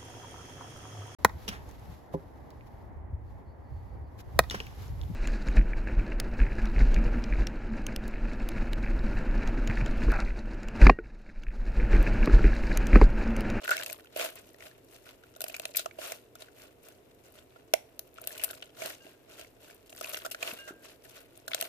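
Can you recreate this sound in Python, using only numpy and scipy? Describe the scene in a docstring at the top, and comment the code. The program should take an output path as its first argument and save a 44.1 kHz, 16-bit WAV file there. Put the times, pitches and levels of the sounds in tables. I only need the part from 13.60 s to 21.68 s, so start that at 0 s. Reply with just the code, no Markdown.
"""Sharp pops and a wet crackle: hands knead slime with beads in it over a glass bowl.
The place is a quiet room, with a small stereo microphone close to the hands. Trapped air pockets
burst in the pops, tiny bubbles crackle in each squeeze, and the slime fizzes as it peels off the skin.
The hollow between hands and bowl rings along. Now and then the lump bumps softly and the glass sings."""
import sys
import numpy as np
from scipy import signal
from scipy.io import wavfile

SR = 44100
rng = np.random.default_rng(int(sys.argv[2]) if len(sys.argv) > 2 else 0)


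def unload_wav(signal):
    """Save mono or channel-first audio to the path in sys.argv[1] as 16-bit WAV at rate SR, clipped to [-1, 1]."""
    wavfile.write(
        sys.argv[1],
        SR,
        np.round(np.clip(np.atleast_2d(signal).T, -1, 1) * 32767).astype(np.int16),
    )


N = 356328


def from_db(db):
    """Decibels to gain."""
    return 10 ** (np.asarray(db) / 20)


def unit_rms(x):
    """Scale to an rms of 1."""
    return x / np.sqrt(np.mean(x ** 2) + 1e-20)


def band(x, low_hz, high_hz, order=2):
    """Causal band-pass."""
    sos = signal.butter(order, [low_hz, min(high_hz, .45 * SR)], "band", fs=SR, output="sos")
    return signal.sosfilt(sos, x + 1e-18)


def resonate(x, hz, width_hz):
    """One resonance with gain 1 at its peak."""
    b, a = signal.iirpeak(min(hz, .45 * SR), hz / min(width_hz, SR / 3), fs=SR)
    return signal.lfilter(b, a, x + 1e-18)


def left_first(x, lead_ms):
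    """The sound reaches the microphone's right port a little after the left."""
    left, right = np.broadcast_to(x, (2, x.shape[-1]))
    at = np.arange(len(right))
    return np.array([left, np.interp(at - np.round(lead_ms * SR / 1000), at, right, left=0)])


def add(out, start_s, sound):
    """Mix a sound in at a time."""
    start = max(round(start_s * SR), 0)
    out[..., start:start + sound.shape[-1]] += sound[..., :max(N - start, 0)]


def room_air(rush_db=-59.5, hum_hz=123, hum_db=-76):
    """The quiet room all round the microphone: a steady rush with a faint mains hum."""
    # Each row: frequency in Hz, relative spectral density in dB.
    spectrum = [(25, -10), (70, -6), (125, -5), (180, -15.5), (350, -1), (620, -8), (800, -16.5),
                (1400, -23), (2600, -23.5), (4000, -32.5), (9500, -34.5), (13800, -30), (16000, -32)]
    # Each row: frequency in Hz, likeness of left and right from 0 to 1.
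    likeness = [(30, 0.23), (120, 0.49), (330, 0.96), (640, 0.2), (1400, 0), (15000, 0.17)]
    edges_hz = 22 * 2 ** np.arange(0, 9.6, .5)
    white = rng.standard_normal((2, 2, N))
    rush, sides = 0, np.array([[1], [-1]])
    for k, (low, high) in enumerate(zip(edges_hz, edges_hz[1:])):
        mid, side = band(white[k % 2], low, high, order=3)
        centre = np.sqrt(low * high)
        db, alike = [np.interp(np.log(centre), np.log(hz), values)
                     for hz, values in (np.transpose(spectrum), np.transpose(likeness))]
        pan_db = 1.5 if centre > 800 else -1.6 if centre > 300 else .3
        stereo = np.sqrt(1 + alike) * mid + np.sqrt(1 - alike) * side * sides
        rush = rush + from_db(db + pan_db * sides) * stereo
    hum = np.sqrt(2) * np.sin(2 * np.pi * hum_hz * np.arange(N) / SR)
    return from_db(rush_db) * unit_rms(rush) + from_db(hum_db) * hum


def room_echoes(x, t60_s=.25, delay_s=.007):
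    """The walls return a dense dying cloud of reflections, different at each port."""
    t = np.arange(int((t60_s + delay_s) * SR) + 2) / SR
    cloud = rng.standard_normal((2, len(t))) * from_db(-60 * t / t60_s) * (t >= delay_s)
    return signal.fftconvolve(x, unit_rms(cloud) / np.sqrt(len(t)), axes=1)[:, :N]


def glass_bowl():
    """A light touch leaves the bowl under the hands ringing."""
    # Each row: start in seconds, level in dB.
    touches = [(5.404, -58), (6.988, -45)]
    # Each row: frequency in Hz, gain in dB, seconds to die away by 60 dB.
    modes = [(1597, -3.5, 0.8), (2810, 1.5, 0.3)]
    out, t = np.zeros(N), np.arange(SR) / SR
    for start_s, db in touches:
        for hz, mode_db, t60_s in modes:
            add(out, start_s, from_db(db + mode_db - 60 * t / t60_s) * np.sin(2 * np.pi * hz * t))
    return left_first(out, .11)


def lump_bumps(width_hz=75):
    """The soft lump lands with a short dull thud, alike at both ports."""
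    # Each row: start in seconds, level in dB, pitch in Hz.
    landings = [(0.829, -52, 226.5), (5.249, -38, 362), (5.451, -43, 340), (5.637, -67, 291.5),
                (6.928, -38, 262), (7.107, -33.5, 343)]
    out, t = np.zeros(N), np.arange(int(.1 * SR)) / SR
    for start_s, db, hz in landings:
        thud = np.sin(2 * np.pi * hz * t) * np.exp(-np.pi * width_hz * t)
        wobble = unit_rms(band(rng.standard_normal(len(t)), 204, 530)) * np.exp(-t / .028)
        add(out, start_s, from_db(db) * (thud + .2 * wobble))
    return band(out, 157, 1200)


def hollow_ring(puff, slop, hz=658, width_hz=66):
    """The air between hands and bowl rings low, over the broad slop of the slime itself; rms 1."""
    # The hollow opens towards the right port: left gain in dB, right gain in dB.
    pan_db = [-5, 6.2]
    ring = band(resonate(puff, hz, width_hz), 454, 967)
    ring = unit_rms(left_first(ring, .48) * from_db(pan_db)[:, None])
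    slime = unit_rms(left_first(band(puff, 314, 1020, order=3), .1))
    return unit_rms(ring + slop * slime)


def squeeze_db(from_middle_s, length_s, swell_db=14):
    """Pressure swells to the middle of a squeeze and eases off again."""
    return -swell_db * (2 * from_middle_s / length_s) ** 2


def peel_db(age_s, hold_s, rise_db_per_s=370, sag_db_per_s=35, fall_db_per_s=210):
    """The slime lets go of the skin quickly, keeps peeling for a moment and dies away."""
    return (rise_db_per_s * np.minimum(age_s, 0) - sag_db_per_s * np.clip(age_s, 0, hold_s)
            - fall_db_per_s * np.maximum(age_s - hold_s, 0))


def kneading(resting_db=-76):
    """All strokes over the faint crackle of resting slime: squelch dB, fizz dB, where squeezes lead."""
    # Firm squeezes. Each row: middle in seconds, length in seconds, level in dB, brightness in dB.
    squeezes = [(.15, .52, -48, -1), (2.01, .52, -57, 0), (4.809, .48, -51, 0), (6.521, .42, -50, 1.5),
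                (8.01, .24, -49, 0)]
    # Peeling, loud as a squeeze is let go, light while the slime is folded.
    # Each row: peak time in seconds, hold in seconds, level in dB, brightness in dB.
    peels = [(.595, .045, -40.5, -1), (.765, .03, -58, 0), (.86, .03, -63, 1), (1.032, .03, -54, -1),
             (1.32, .04, -59, 2), (1.465, .03, -58, 0), (1.635, .06, -67, 0), (2.415, .11, -46.5, 0),
             (2.81, .02, -58, 0), (2.985, .05, -58, 0), (3.261, .05, -60, 0), (3.65, .02, -64, 2),
             (3.755, .045, -62, 0), (3.954, .015, -68, -4), (5.207, .09, -45, 0), (5.44, .07, -60, 0),
             (5.699, .07, -59, -1), (5.792, .02, -55, 0), (6.035, .09, -59, 1), (6.833, .065, -42, -1),
             (6.98, .13, -58.5, 0.5), (7.25, .05, -55, 0), (7.45, .06, -61, 2), (7.565, .035, -56, 0),
             (7.745, .1, -66, 1)]
    t = np.arange(0, N, 64) / SR
    strokes = [(db + squeeze_db(t - s, length), bright) for s, length, db, bright in squeezes]
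    strokes += [(db + peel_db(t - s, hold), bright) for s, hold, db, bright in peels]
    strokes_db = [[db - bright, db + bright] for db, bright in strokes]  # squelch, fizz
    power = from_db(np.maximum(strokes_db, -200)) ** 2
    total = power.sum(axis=0) + from_db(resting_db) ** 2
    share = power[:len(squeezes), 0].sum(axis=0) / total[0]
    squelch_db, fizz_db, share = [np.interp(np.arange(N) / SR, t, curve)
                                  for curve in (*10 * np.log10(total), share)]
    return squelch_db, fizz_db, share > .5


def sticking(steps_per_s=80, depth_db=2.5):
    """The sticky slime gives way in little jerks: a quickly varying gain."""
    steps_db = depth_db * rng.standard_normal(4000)
    return from_db(np.interp(np.arange(N) / SR * steps_per_s, np.arange(len(steps_db)), steps_db))


def bubbles(per_s, low_hz, high_hz, cycles, spread_db, lead_ms, samples=128):
    """Tiny bubbles burst at random, each at a place and pitch of its own, and ring briefly; rms 1."""
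    at = np.flatnonzero(rng.random(N) < per_s / SR)
    pitch, strength, place = rng.random((3, len(at), 1))
    hz = low_hz * (high_hz / low_hz) ** pitch
    height = from_db(spread_db * np.minimum(-np.log1p(-strength), 3))
    height *= np.sqrt(hz / per_s[at, None])  # even power at any pitch and rate
    height *= rng.choice([-1, 1], height.shape)
    steps, ports = np.arange(samples), []
    for lag_ms in (0, lead_ms * (.5 + place)):
        turns = hz * np.maximum(steps / SR - lag_ms / 1000, 0)
        rings = height * np.sin(2 * np.pi * turns) * from_db(-60 * turns / cycles)
        ports.append(np.bincount((at[:, None] + steps).ravel(), rings.ravel(), N)[:N])
    return unit_rms(np.array(ports))


def scattered(ticks, low_hz, high_hz, fade_ms=1.56):
    """Moving fingers and glass throw each tick back a new way: a brief diffuse tail follows it."""
    decay = np.exp(-1000 / (fade_ms * SR))
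    energy = signal.lfilter([1 - decay], [1, -decay], np.mean(ticks ** 2, axis=0))
    tail = band(np.sqrt(energy) * rng.standard_normal((2, N)), low_hz, high_hz)
    direct = band(ticks, .61 * low_hz, 2.1 * high_hz)
    return unit_rms(unit_rms(direct) + unit_rms(tail))


def crackle(squelch_db, fizz_db, squeezing):
    """Bubbles burst under the fingers, sparse and distinct in a squeeze, dense and soft in a peel."""
    per_s = np.where(squeezing, 200, 1500) * from_db(.55 * (squelch_db + 50))
    squelch = bubbles(per_s, 1030, 4330, cycles=16.6, spread_db=4, lead_ms=.12, samples=320)
    squelch = scattered(squelch, 820, 3780)
    snap = bubbles(per_s, 2700, 7600, cycles=20, spread_db=5, lead_ms=.336, samples=80)
    snap = scattered(snap, 1950, 8500)
    fizz = bubbles(2.4 * per_s, 9700, 14600, cycles=2.8, spread_db=7, lead_ms=.17, samples=48)
    fizz = scattered(fizz, 10300, 21000)
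    puffs = bubbles(2 * per_s, 710, 1450, cycles=1.4, spread_db=0, lead_ms=0)[0]
    low = from_db(-1) * (squelch + hollow_ring(puffs, slop=.48))
    high = from_db(-4) * snap + from_db(-3) * fizz
    return from_db(squelch_db) * low + from_db(fizz_db) * high


def tear(t, decay_ms, scatter):
    """A film rips: one click, then uneven smaller rips and reflections off fingers and glass."""
    age = t * 1000 / decay_ms
    rips = rng.standard_normal((2, len(t))) * from_db(2.8 * rng.standard_normal(len(t)))
    envelope = np.exp(-age) * (1.15 - np.exp(-4 * age))
    return unit_rms(t == 0) + scatter * unit_rms(rips * envelope)


def pops(rows, pocket_q=8, overtone_ratio=2.73, overtone_q=7):
    """Each rip snaps and fizzes, rings its air pocket with one overtone and puffs into the hollow."""
    out, t = np.zeros((2, N)), np.arange(int(.05 * SR)) / SR
    level_scale = np.sqrt(.01 / t[-1])  # levels count as rms over 10 ms
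    for start_s, puff_ms, hz, db, bright_db, hollow_db in rows:
        rip = tear(t, 2.24 * puff_ms, scatter=3.5 * np.sqrt(puff_ms))
        puff = tear(t, puff_ms, scatter=.68 * np.sqrt(puff_ms))[0]
        lead_ms = rng.uniform(.25, .45)
        tone = unit_rms(left_first(resonate(puff + 1.24 * rip, hz, hz / pocket_q), .13))
        smack = .9 * hz ** 4 / (hz ** 4 + 2400 ** 4)  # large, low pockets ring purest
        pocket = band(tone + smack * unit_rms(band(rip, 930, 6400)), 1200, 4190, order=3)
        overtone = resonate(rip, overtone_ratio * hz, overtone_ratio * hz / overtone_q)
        snap = unit_rms(band(rip, 3120, 8130, order=3)) + .68 * unit_rms(overtone)
        fizz = band(rip, 9900, 21200, order=3)
        sound = from_db(hollow_db) * hollow_ring(puff, slop=.21)
        sound += from_db(db - bright_db) * unit_rms(pocket)  # brightness trades pocket for fizz
        sound += from_db(db) * unit_rms(left_first(snap, lead_ms))
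        sound += from_db(db + bright_db) * unit_rms(left_first(fizz, lead_ms))
        add(out, start_s, level_scale * sound)
    return out


def small_pops(squelch_db, candidates=600, low_hz=1264, high_hz=3500, spread_db=2.5):
    """Small pockets burst at random, more often and louder the harder the slime is worked."""
    when, chance, pitch, length = rng.random((candidates, 4)).T
    strength, bright, hollow = rng.uniform(-1, 1, (candidates, 3)).T
    effort_db = squelch_db[(when * N).astype(int)] + 50
    per_s = 17 * from_db(.44 * effort_db)
    db = -57.5 + .74 * effort_db + spread_db * strength
    hz = low_hz * (high_hz / low_hz) ** pitch
    puff_ms = 1.14 * (.5 + length)
    bright_db = 1 + 14 * bright
    hollow_db = db + 5 + spread_db * hollow
    rows = np.transpose([when * N / SR, puff_ms, hz, db, bright_db, hollow_db])
    return pops(rows[chance < per_s * N / SR / candidates])


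def sharp_pops():
    """Trapped air pockets burst clear of the crackle, right in front of the microphone."""
    # Each row: start in seconds, puff decay in ms, pocket pitch in Hz, level in dB,
    # brightness in dB, level of the hollow in dB.
    pockets = [(0.0403, 1.3, 2750, -51.5, -7, -44), (0.0778, 0.98, 1640, -51, -18, -42),
               (0.091, 1.7, 1490, -39.5, -10, -37.5), (0.1072, 0.86, 1660, -38.5, 5, -36),
               (0.1119, 3, 1490, -38, -15, -34), (0.1206, 9.4, 1610, -38.5, -9, -38),
               (0.1674, 0.55, 2900, -40, 0, -45), (0.178, 1.5, 2320, -48, -11, -63),
               (0.1966, 3.2, 1560, -53, -13, -53), (0.2343, 0.3, 2740, -43, 1, -60),
               (0.2614, 1.2, 2730, -42, 2, -60), (0.2983, 0.98, 2440, -47, -2, -60),
               (0.3278, 0.93, 2770, -46, 9.5, -61), (0.5612, 1.4, 2720, -47, 1, -32.5),
               (0.596, 0.71, 2500, -52, -11, -38), (0.6111, 1.5, 2400, -45.5, -8, -35.5),
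               (0.9443, 0.66, 1850, -65, -6, -59), (1.0052, 1.4, 2130, -60.5, -7.5, -68),
               (1.4656, 1.5, 1440, -65, -8.5, -59), (1.6365, 0.98, 1450, -65.5, -8, -67),
               (1.7624, 0.92, 1450, -57.5, 0.5, -51), (1.806, 0.73, 1480, -44, 4.5, -42),
               (1.8159, 1.6, 2800, -41, 6.5, -41), (1.8402, 1, 2840, -40.5, 4.5, -36),
               (1.8823, 0.96, 2700, -47, 6, -51), (1.8968, 1.5, 2750, -52.5, -4.5, -45.5),
               (1.9422, 2.2, 2400, -47.5, -8.5, -48), (1.9645, 1.1, 2360, -46.5, 0, -62),
               (1.9973, 0.47, 2700, -43, 0.5, -39.5), (2.0539, 0.66, 4000, -40, -3.5, -40),
               (2.1471, 4.1, 2360, -62, -23, -48), (2.1584, 1.7, 3670, -42, 9, -60),
               (2.1683, 2.1, 3400, -31.5, 10, -50), (2.1809, 8.7, 3430, -38, -1.5, -56),
               (2.1926, 2.3, 3830, -38.5, -1.5, -39.5), (2.2588, 0.97, 1180, -44.5, -6, -32.5),
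               (2.3103, 1, 2300, -70, -18.5, -71), (2.3863, 3.7, 2810, -55.5, -2, -36),
               (2.5197, 1.3, 2100, -42.5, 1.5, -39.5), (2.7532, 1.3, 1330, -55, 0.5, -53),
               (2.8199, 1.8, 3830, -52.5, -5.5, -47), (3.0189, 0.53, 3630, -60, 3, -74),
               (3.285, 1.2, 2635, -59.5, 3.5, -55), (3.787, 0.71, 3180, -70, -11, -72),
               (3.96, 1.7, 1350, -83, -25, -52), (4.1369, 0.66, 2110, -28, -0.5, -17.5),
               (4.3922, 0.77, 3160, -42.5, 7, -49), (4.5831, 0.94, 1330, -61.5, -14.5, -52),
               (4.6146, 1.3, 1580, -63, 17, -47), (4.6723, 0.98, 2700, -40.5, 10, -41),
               (4.7775, 2, 2700, -48, 5, -62), (4.7949, 3.3, 2810, -55.5, -10.5, -58),
               (4.8175, 1.6, 2720, -57, -8, -64), (4.8373, 0.34, 2840, -37, 9.5, -46),
               (4.8418, 1.6, 2700, -37.5, 11.5, -44), (4.9085, 1.4, 1410, -47, 6, -46),
               (4.9313, 0.58, 1380, -61, -9, -66), (5.0237, 1.6, 2900, -53, -10.5, -50),
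               (5.219, 2.1, 2370, -48, -7, -37.5), (5.259, 0.61, 3135, -42.5, 3, -38),
               (5.3024, .9, 1830, -52, -7, -50), (5.4654, 1, 2810, -70, -12, -48.5),
               (5.794, 1.8, 2900, -53.5, 1, -51), (5.812, .6, 3000, -54, -1.5, -58),
               (6.3264, .7, 2840, -60.5, -6, -47.5), (6.4108, 1, 1260, -45, -1.5, -38),
               (6.4429, 1.1, 2490, -48, -7.5, -42.5), (6.4926, 1.5, 2780, -54, 15, -67),
               (6.5312, 4.1, 1290, -43.5, 4.5, -45), (6.5441, 0.79, 2860, -43.5, -7, -42),
               (6.6483, 4.2, 1360, -43.5, -4, -38), (6.6621, .7, 1350, -44.5, -0.5, -37.5),
               (6.7118, 4, 2800, -40.5, 3.5, -47), (6.746, 1.1, 1540, -46.5, -7, -44.5),
               (6.8271, 1.3, 2500, -40.5, -6, -35), (7.0758, 7.1, 1410, -49, -6.5, -44),
               (7.7754, 0.32, 1290, -66, 14.5, -58), (7.879, 1.35, 1480, -42, 0, -42),
               (7.9159, .8, 2270, -55.5, -15, -45), (7.9334, 1.1, 3430, -53, -19.5, -53),
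               (7.946, .5, 3570, -30.5, 1.5, -35), (8.0113, 0.61, 2800, -35.5, 5, -64),
               (8.0248, 0.6, 2930, -40.5, -0.5, -36.5)]
    return pops(pockets)


def microphone_ports(stereo):
    """Each port of the microphone colours the close sound with peaks and dips of its own."""
    # Each row: centre in Hz, width in Hz, gain in dB.
    left_colour = [(1480, 40, 6), (12800, 13100, 5)]
    right_colour = [(1150, 600, -7.5), (1410, 98, 8.5), (2700, 386, 7), (8850, 12000, -3)]
    channels = []
    for x, colour in zip(stereo, (left_colour, right_colour)):
        for hz, width_hz, db in colour:
            x = x + (from_db(db) - 1) * resonate(x, hz, width_hz)
        channels.append(x)
    return np.array(channels)


def scene(room_db=-18.5):
    """Slime and bowl close to the microphone, with a little of the room behind them."""
    squelch_db, fizz_db, squeezing = kneading()
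    air, thuds, uneven = room_air(), lump_bumps(), sticking()
    slime = sharp_pops() + small_pops(squelch_db) + uneven * crackle(squelch_db, fizz_db, squeezing)
    near = microphone_ports(slime) + thuds + glass_bowl()
    return near + from_db(room_db) * room_echoes(near) + air


def record(dry):
    """The top is cut steeply above 14.7 kHz."""
    return signal.sosfilt(signal.ellip(10, .2, 70, 14700, fs=SR, output="sos"), dry)


dry = scene()
out = record(dry)
unload_wav(out)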